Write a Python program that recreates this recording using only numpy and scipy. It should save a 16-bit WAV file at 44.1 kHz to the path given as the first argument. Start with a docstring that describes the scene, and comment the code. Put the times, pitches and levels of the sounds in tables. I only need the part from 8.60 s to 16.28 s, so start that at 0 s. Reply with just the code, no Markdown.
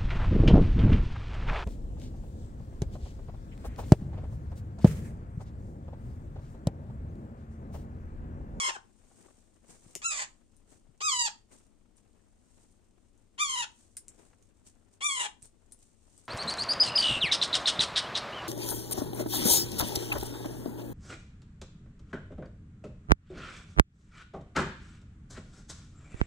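"""In a small room, two parrot chicks beg on a cloth while a hand with bangles feeds them seeds. Each squawk is
a pulsing membrane heard through an airway: it rises to a crest, then sags and turns raspy. Beaks, seeds and
bangles tick as short bursts of noise with a high ring; the arm bumps the bedding softly, and once a bangle
knocks low. Feathers and cloth rustle close by as coloured noise that swells and fades, over faint nibbles and a
hush. Echoes of the room follow the calls and the ticks."""
import sys
import numpy as np
from scipy import signal
from scipy.fft import rfft, irfft, next_fast_len
from scipy.io import wavfile
from scipy.ndimage import uniform_filter1d

SR = 44100
rng = np.random.default_rng(int(sys.argv[2]) if len(sys.argv) > 2 else 0)


def generate_wav(sig):
    """Save sig (samples, or channels by samples) to the path in sys.argv[1] as 16-bit PCM at SR."""
    pcm = np.round(np.clip(np.atleast_2d(sig).T, -1, 1) * 32767).astype(np.int16)
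    wavfile.write(sys.argv[1], SR, pcm)


N = 338688   # length in samples

# squawks, the first already under way and trailing off in a weak croak: [start t/s, rise t/s, length t/s,
#  crest pitch f/Hz, drop after the crest f/Hz, drop time t/s, sag f/Hz per s, hoarseness 0-1,
#  turns hoarse t/s after the crest, throat level/dB, accent at the crest level/dB,
#  chest at the crest level/dB re throat, chest later level/dB re throat,
#  beak treble level/dB re throat, weakening of a narrow band near 4.8 kHz level/dB (negative strengthens)]
SQUAWKS = [(-0.1, 0.053, 0.21, 1211, 38.6, 0.039, 1089, .27, .03, -31, -1, 0, -1, -5, 0),
           (0.103, 0.018, 0.068, 933, 17.7, 0.041, 1510, 0.32, .005, -50, -4.5, 2, 15, -2, 0),
           (1.416, .052, .233, 1365, 75, 0.036, 1414, .72, .046, -37, 6, -6.5, -10.5, 1, -2.5),
           (2.403, 0.05, .283, 1281, 222, 0.048, 633, 0.04, .1, -31.5, -3, 1.5, -6.5, -0.5, -0.5),
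           (4.778, .042, 0.27, 1210, 70, .03, 1020, .21, 0.085, -34.5, 5.5, -2.5, -4.5, -4.5, 8.5),
           (6.405, 0.049, 0.27, 1200, 24.8, 0.033, 1231, .56, .124, -34.5, 6, -5.5, -5, -1, 12.5)]
# colours of the airway in its different shapes: [f/Hz, level/dB]
AIRWAY_A = [(400, -8.5), (700, -14), (1100, -6), (2100, -6.5), (3000, -1), (3700, -13.5), (4700, -14.5),
            (5800, -9), (7100, -6.5), (8200, -4), (9400, -6.5), (10700, -24.5), (13500, -42)]
AIRWAY_B = [(400, -10.5), (700, 2.5), (1100, -1), (2100, -3), (3000, -9.5), (3700, -13), (4700, -13.5),
            (5800, -16), (7100, -3.5), (8200, -8.5), (9400, -19), (10700, -51.5), (13500, -40)]
AIRWAY_C = [(400, -9.5), (700, -10.5), (1100, -1.5), (2100, -8), (3000, -1), (3700, -8.5), (4700, -3),
            (5800, -13), (7100, -1.5), (8200, -8.5), (9400, -14), (10700, -41), (13500, -35.5)]
AIRWAY_D = [(400, -15.5), (700, -13), (1100, -3), (2100, -7), (3000, -0.5), (3700, -9), (4700, -11),
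            (5800, -13.5), (7100, -4.5), (8200, -16.5), (9400, -8.5), (10700, -31), (13500, -34.5)]
AIRWAY_E = [(400, -11), (700, -7), (1100, -3), (2100, -3), (3000, 0), (3700, -6.5), (4700, -16),
            (5800, -14.5), (7100, -4), (8200, -6), (9400, -6), (10700, -46), (13500, -35)]
# the airway shape of each squawk; the first two share one
SQUAWK_AIRWAYS = [AIRWAY_A, AIRWAY_A, AIRWAY_B, AIRWAY_C, AIRWAY_D, AIRWAY_E]
# hand and bodies scatter short waves most: [f/Hz, level/dB re direct sound]
SCATTER = [(1000, -10), (2300, -7), (4000, -0.5), (8000, 1.5)]
# colour of the calls from the chicks' direction: [f/Hz, left level/dB, right level/dB]
DIRECTION = [(1000, -1.5, 1.5), (2000, -0.5, -2), (3370, -0.5, -0.5), (4600, -1, 0), (7500, -4.5, 2.5),
             (8850, -1, -7.5), (12000, -5, -1)]
# a chick or the arm shifts on the bedding, before the grain and trim of the rustle:
# [height t/s, swell t/s, fade t/s, feather rustle level/dB, cloth rub level/dB]
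SHIFTS = [(.6, 0.4, 0.5, -65, -65.5), (1.106, 0.06, 0.13, -56, -60), (1.298, 0.32, 0.56, -63.5, -69.5),
          (2.12, 0.064, 0.12, -63, -63.5), (2.932, 0.041, 0.14, -60, -63), (3.38, .025, 0.045, -68, -71.5),
          (4.015, 0.44, 0.27, -69, -75), (5.198, 0.17, 0.29, -65, -77), (5.598, 0.21, 0.31, -67.5, -63.5),
          (6.07, 0.022, 0.057, -55, -69.5), (6.335, .03, .05, -66, -89), (6.85, 0.048, 0.067, -59.5, -71),
          (7.228, 0.076, .14, -64.5, -80), (7.598, 0.39, .33, -65.5, -74)]
# colour of the feather rustle, also used for nibbles: [f/Hz, level/dB]
FEATHERS = [(1500, -18.5), (3000, -12), (5000, -9), (6400, -2.5), (7500, -1), (8800, 1.5), (10300, -18),
            (14000, -26.5)]
# colour of the cloth rub: [f/Hz, level/dB]
CLOTH = [(150, 1.5), (350, 1), (700, -3.5), (1600, -9.5), (3000, -15.5), (6000, -34)]
# colour of the faint steady hush: [f/Hz, level/dB]
HUSH = [(12, -25), (20, 9), (49, -4), (103, -2.5), (139, -14.5), (242, -7), (278, -14), (319, -12.5),
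        (377, -18.5), (1680, -35.5), (2930, -34), (8620, -40), (15000, -60)]
# soft bumps of the arm on the bedding, and one low bangle knock at 1.355 s, before the microphones' colour:
# [t/s, peak level/dB, f/Hz]
BUMPS = [(0.512, -57, 790), (0.684, -56.5, 900), (1.262, -49.5, 125.8), (1.355, -42, 350),
         (2.267, -64, 796), (2.289, -54, 121.7), (5.731, -57, 1435), (6.825, -56, 118.6)]
# ticks of beaks, seeds and bangles, levels before pan and room:
# [t/s, peak level/dB, ring f/Hz, body level/dB re treble, pan left minus right level/dB, 60 dB decay t/s]
TICKS = [ (1.3528, -19, 6660, -8.5, 4, 0.0044), (1.966, -52.5, 8820, -42.5, 9, 0.018),
         (2.9158, -53, 8220, -11, 4.5, 0.017), (3.3683, -55.5, 8700, -20, 13, 0.016),
         (4.1162, -57.5, 8890, -19, 5, 0.012), (4.5766, -58.5, 6300, -15, 4, 0.016),
         (5.3684, -27, 8940, -14, 1.5, 0.029), (5.3767, -45, 8960, -15, -6, 0.012),
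         (5.4821, -31, 8050, -15, 3.5, 0.0037), (5.8248, -54, 6330, -7.5, -4, 0.015),
         (6.8223, -44.5, 8670, -11, -13, 0.014), (6.827, -34.5, 8240, -30.5, 0, 0.0092),
         (6.8554, -44.5, 8740, -27, 11.5, 0.013), (7.1216, -36, 8870, -40, 5.5, 0.023),
         (7.1903, -51.5, 8500, -14, 1, 0.012), (7.5781, -46, 8000, -33, 9, 0.016),
         (7.654, -54, 8700, -21, 14, 0.014)]
# colour of a tick's crack: [f/Hz, level/dB]
CRACK = [(2000, -29.5), (5000, -7.5), (6500, -2), (9500, 2.5), (11000, -9), (14000, -21.5)]
# colour of the room's tail: [f/Hz, level/dB]
TAIL = [(400, -2), (900, 6), (2000, -0.5), (4000, 1.5), (7500, -0.5), (12000, -12)]
# the two microphones differ in colour: [f/Hz, left minus right level/dB]
EAR_TILT = [(60, 6), (380, 14.5), (1000, 7), (2300, 4), (3400, 3), (5000, -3), (7500, 0), (11000, 8.5)]

CUTOFF_HZ = 15400   # nothing much is heard above this
# every squawk opens low, rough and soft, and clears as it climbs to its crest
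OPENING_FLAT, OPENING_ROUGH, OPENING_DB, OPENING_BEAK_DB = .23, 1, -13.5, -8
CREST_ROUGH, CREST_WIDTH_S = .035, .026
ACCENT_LEAD_S = 0.0016   # the accent is a short plateau, centred just ahead of the crest
# past the crest the voice is slightly rough, and may break into hoarseness
SETTLED_ROUGH, BREAK_S = .09, .018
# it closes with a rasp; the beak shuts and the pitch collapses as the pressure fails
CLOSING_S, CLOSING_FLAT, CLOSING_ROUGH, CLOSING_BEAK_DB = .012, .38, .65, -14
CLOSING_CHEST_DB = 0.5   # the chest comes forward as the beak shuts
COLLAPSE_S, RELEASE_S, RELEASE_DB = .009, .007, -8
WAVER, WAVER_HZ = .021, 25.18   # the pitch wavers by this share when fully rough
# a narrow band, weaker in some squawks and slightly stronger in others
BAND_DIP_HZ, BAND_DIP_WIDTH_HZ = 4760, 180
SHIFT_RANGE_DB = 20   # how far below its height a shift is at the ends of its swell and fade
# the chicks are never quite still
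FIDGET_FEATHER_DB, FIDGET_CLOTH_DB, FIDGET_SWING_DB = -80.5, -78, 1.5
CLOTH_TRIM_DB = -0.5   # applied to every cloth rub
HUSH_DB = -65.5
# faint touches of beaks and claws
NIBBLES_PER_S, NIBBLE_DB, NIBBLE_SPREAD_DB, NIBBLE_T60_S = 6, -69, 2.5, .03
NEAR_T60_S, CALL_NEAR_DB, TICK_NEAR_DB = 0.11, -9.5, -2.5   # quick reflections
ROOM_T60_S, ROOM_DB = 0.25, -16   # the tail


def from_db(db):
    """Decibels to gain."""
    return 10 ** (np.asarray(db) / 20)


def rms_one(x):
    """Scale to an rms (average strength) of 1."""
    return x / np.sqrt(np.mean(x ** 2) + 1e-20)


def at_hz(points, hz):
    """Read a colour table at any frequency, on a log-frequency axis."""
    f, db = np.transpose(points)
    return np.interp(np.log(hz + 1e-9), np.log(f), db)


def coloured(x, spectrum, share=1):
    """Make some frequencies stronger and others weaker, following a smooth colour table."""
    n = x.shape[-1]
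    size = next_fast_len(n + 2048)
    hz = np.fft.rfftfreq(size, 1 / SR)
    gain = from_db(share * at_hz(spectrum, hz))
    return irfft(rfft(x, size) * gain, size)[..., :n]


def band(x, low_hz, high_hz, order=2):
    """Keep only the frequencies between two limits."""
    edges_hz = [low_hz, min(high_hz, .45 * SR)]
    sos = signal.butter(order, edges_hz, "band", fs=SR, output="sos")
    return signal.sosfilt(sos, x + 1e-18)


def wander(n, rate_hz):
    """Random drifting of rms 1; a higher rate drifts faster."""
    r = np.exp(-2 * np.pi * rate_hz / SR)
    noise = rng.standard_normal(n + SR // 4)
    return rms_one(signal.lfilter([1], [1, -2 * r, r * r], noise)[-n:])


def evened(x, window_s=0.054):
    """Hold the short-time level at 1."""
    size = max(int(window_s * SR), 2)
    power = uniform_filter1d(uniform_filter1d(x * x, size), size)
    return x / np.sqrt(np.abs(power) + 1e-12)


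def add(out, s, x):
    """Mix a sound in at a time; it may have begun earlier."""
    i = int(s * SR)
    x, i = x[..., max(-i, 0):], max(i, 0)
    out[..., i:i + x.shape[-1]] += x[..., :max(N - i, 0)]


def stereo_noise(spectrum, alike):
    """Coloured noise of rms 1, partly shared by both microphones."""
    shared = rng.standard_normal(N)
    separate = rng.standard_normal((2, N))
    return rms_one(coloured(np.sqrt(alike) * shared + np.sqrt(1 - alike) * separate, spectrum))


def gesture(t, rise_s, length_s, crest_hz, drop_hz, drop_s, sag_hz_per_s, hoarse, hoarse_s):
    """Pitch and roughness: climb to a clear crest, drop, sag and grow hoarse, then collapse."""
    opening = np.clip(1 - t / rise_s, 0, 1)
    past = np.maximum(t - rise_s, 0)
    settled = 1 - np.exp(-(past / drop_s) ** 2)
    closing = np.exp((t - length_s) / CLOSING_S)
    pitch = crest_hz - drop_hz * settled - sag_hz_per_s * past
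    pitch = pitch * (1 - OPENING_FLAT * opening ** 2)
    pitch = pitch * (1 - CLOSING_FLAT * np.exp((t - length_s) / COLLAPSE_S))
    broken = settled / (1 + np.exp((hoarse_s - past) / BREAK_S))
    rough = CREST_ROUGH + OPENING_ROUGH * np.sin(np.pi / 2 * opening) ** 6
    rough = rough + SETTLED_ROUGH * settled + hoarse * broken + CLOSING_ROUGH * closing
    return pitch, np.clip(rough, .02, 1), opening, closing


def syrinx(pitch, rough, tremor=.018, tremor_hz=170, jitter=.11, jitter_hz=600, hiss=0.12, rattle_db=4.5):
    """A membrane pulses evenly when taut; as it slackens its cycles scatter into a rattling rasp."""
    n = len(pitch)
    # a quick tremor smears the upper partials and leaves the gaps between the low ones empty
    shiver = rms_one(band(rng.standard_normal(n + SR // 10), 25, tremor_hz, order=3)[-n:])
    # in the rasp every cycle has a length of its own
    scatter = jitter * rough ** 1.3 * wander(n, jitter_hz)
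    hz = pitch * (1 + tremor * np.sqrt(rough) * shiver + scatter)
    phase = 2 * np.pi * np.cumsum(hz) / SR
    pulses = rms_one(sum(np.cos(k * phase) * (k * hz < CUTOFF_HZ) for k in range(1, 20)))
    air = rms_one(rng.standard_normal(n) * (1 + np.cos(phase)))   # air escapes once a cycle
    broken = np.clip(rough ** 2, 0, .8)
    rattle = from_db(rattle_db * rough ** 2 * np.tanh(wander(n, 200)))
    breath = broken * air + hiss * rough * band(air, 5100, CUTOFF_HZ)
    return (np.sqrt(1 - broken ** 2) * pulses + breath) * rattle


def partial_dip(x, depth_db):
    """Weaken a narrow band near 4.8 kHz, around the crest's fourth partial; a negative depth strengthens it."""
    hz = np.fft.rfftfreq(len(x), 1 / SR)
    dip = np.exp(-((hz - BAND_DIP_HZ) / BAND_DIP_WIDTH_HZ) ** 2)
    return irfft(rfft(x) * from_db(-depth_db * dip), len(x))


def two_ears(x, lag_s=.00028, scatter_t60=0.051, gap_s=0.00069):
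    """The left microphone hears the chick later; hand and bodies scatter the call differently to each side."""
    t = np.arange(SR // 20) / SR
    noise = rng.standard_normal((2, len(t)))
    paths = rms_one(noise * from_db(-60 * t / scatter_t60) * (t > gap_s))
    paths = coloured(paths, SCATTER) / np.sqrt(len(t))
    # the direct sound
    paths[0, round(lag_s * SR)] += 1
    paths[1, 0] += 1
    return signal.fftconvolve(x[None], paths, axes=1)[:, :len(x)]


def squawk(row, airway, flutter_db=2.56, chest_top_hz=1600, throat_top_hz=6200, chest_shift_s=0.054):
    """The syrinx drives chest, throat and beak registers, whose shares move as the beak opens."""
    _, rise_s, length_s, *shape, level_db, accent_db, chest_crest_db, chest_late_db, beak_db, dip_db = row
    t = np.arange(0, length_s, 1 / SR)
    pitch, rough, opening, closing = gesture(t, rise_s, length_s, *shape)
    pitch = pitch * (1 + WAVER * np.sqrt(rough) * wander(len(t), WAVER_HZ))
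    voice = two_ears(partial_dip(coloured(syrinx(pitch, rough), airway), dip_db))

    near_crest = np.exp(-((t - rise_s) / chest_shift_s) ** 2)
    chest = chest_late_db + (chest_crest_db - chest_late_db) * near_crest + CLOSING_CHEST_DB * closing
    beak = beak_db + OPENING_BEAK_DB * opening + CLOSING_BEAK_DB * closing
    registers = [(350, chest_top_hz, chest), (chest_top_hz, throat_top_hz, 0), (throat_top_hz, CUTOFF_HZ, beak)]
    call = sum(evened(band(voice, low, high, order=5)) * from_db(db) for low, high, db in registers)

    accent = accent_db * np.exp(-((t - rise_s + ACCENT_LEAD_S) / CREST_WIDTH_S) ** 4)
    release = RELEASE_DB * np.exp((t - length_s) / RELEASE_S)
    effort_db = level_db + OPENING_DB * opening ** 2 + accent + release
    flutter = flutter_db * np.tanh(wander(len(t), 28))
    edges = np.clip(t / .003, 0, 1) * np.clip((length_s - t) / .002, 0, 1)
    return call * edges * from_db(effort_db + flutter)


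def chicks():
    """All the begging calls, coloured by their direction at each microphone."""
    out = np.zeros((2, N))
    for row, airway in zip(SQUAWKS, SQUAWK_AIRWAYS):
        add(out, row[0], squawk(row, airway))
    hz, *sides = np.transpose(DIRECTION)
    return np.array([coloured(ear, np.transpose([hz, db])) for ear, db in zip(out, sides)])


def stirring():
    """Gains of feathers and cloth: each shift swells and dies away, over constant faint fidgeting."""
    t = np.arange(N) / SR
    fidget_db = np.array([[FIDGET_FEATHER_DB], [FIDGET_CLOTH_DB]]) + FIDGET_SWING_DB * wander(N, 7.1)
    power = from_db(fidget_db) ** 2
    for s, swell_s, fade_s, feather_db, cloth_db in SHIFTS:
        away = np.maximum((s - t) / swell_s, (t - s) / fade_s)
        shape = from_db(-SHIFT_RANGE_DB * np.minimum(away, 10))
        power = power + (from_db([[feather_db], [cloth_db]]) * shape) ** 2
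    return np.sqrt(power)


def rustle(grain_db=2.0, rub_db=3.5):
    """Feathers and cloth catch and slip in small uneven bursts."""
    feathers, cloth = stirring()
    barbs = stereo_noise(FEATHERS, alike=0.05) * feathers * from_db(grain_db * wander(N, 120))
    weave = stereo_noise(CLOTH, alike=0.17) * cloth * from_db(CLOTH_TRIM_DB + rub_db * wander(N, 40))
    return barbs + weave


def faint_hush():
    """A faint background of steady coloured noise."""
    return from_db(HUSH_DB) * stereo_noise(HUSH, alike=0.47)


def nibbles():
    """Tiny scratchy touches at random moments, each a burst of noise that dies away."""
    strength = from_db(NIBBLE_DB + NIBBLE_SPREAD_DB * rng.standard_normal(N))
    touches = (rng.random(N) < NIBBLES_PER_S / SR) * strength
    decay = from_db(-60 / (NIBBLE_T60_S * SR))   # gain from one sample to the next
    return stereo_noise(FEATHERS, alike=0.27) * signal.lfilter([1], [1, -decay], touches + 1e-18)


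def bumps(t60=0.038):
    """Low knocks of the arm on the bedding and of a bangle: bursts of noise that die away quickly."""
    out, t = np.zeros(N), np.arange(SR // 5) / SR
    for s, peak_db, hz in BUMPS:
        burst = rng.standard_normal(len(t)) * from_db(-60 * t / t60)
        thud = band(burst, hz / 2.1, hz * 1.3)
        add(out, s, thud / np.abs(thud).max() * from_db(peak_db))
    return out


def ticks(snap_t60=0.01, snap_db=-11.0, ring_db=5.0):
    """A hard contact: a bright crack, a duller knock and one narrow high ring, dying away together."""
    out, t = np.zeros((2, N)), np.arange(SR // 10) / SR
    for s, peak_db, hz, body_db, pan_db, t60 in TICKS:
        grit = rng.standard_normal((3, len(t)))
        crack = rms_one(coloured(grit[0], CRACK))
        knock = rms_one(band(grit[1], 1400, 3700)) * from_db(body_db)
        ring = rms_one(band(grit[2], hz / 1.05, hz * 1.05)) * from_db(ring_db)
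        decay = from_db(-60 * t / t60) + from_db(snap_db - 60 * t / snap_t60)
        tick = (crack + knock + ring) * decay
        side_db = pan_db * np.array([[.5], [-.5]])
        add(out, s, tick / np.abs(tick).max() * from_db(peak_db + side_db))
    return out


def room(x, near_db, near_gap_s=0.0047, far_gap_s=0.0078):
    """Direct sound, quick reflections from the bed and nearby walls, then a tail; each side hears its own."""
    t = np.arange(int(.7 * SR)) / SR
    near = rng.standard_normal((2, len(t))) * from_db(-60 * t / NEAR_T60_S) * (t > near_gap_s)
    far = coloured(rng.standard_normal((2, len(t))), TAIL)
    far = far * from_db(-60 * t / ROOM_T60_S) * (t > far_gap_s)
    echoes = (from_db(near_db) * rms_one(near) + from_db(ROOM_DB) * rms_one(far)) / np.sqrt(len(t))
    wet = signal.fftconvolve(x, echoes, axes=1)[:, :N]
    return (x + wet) / np.sqrt(1 + from_db(near_db) ** 2)   # make up for the added reflections


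def scene():
    """Calls and ticks in the room, over rustle, nibbles, bumps and a faint hush."""
    sides = np.array([[.5], [-.5]])   # half the difference in colour goes to each microphone
    calls = room(chicks(), CALL_NEAR_DB)
    close = calls + rustle() + faint_hush() + nibbles() + bumps()
    return coloured(close, EAR_TILT, share=sides) + room(ticks(), TICK_NEAR_DB)


def record(dry):
    """The top is cut steeply."""
    return signal.sosfilt(signal.ellip(10, .1, 80, CUTOFF_HZ, fs=SR, output="sos"), dry)


dry = scene()
out = record(dry)
generate_wav(out)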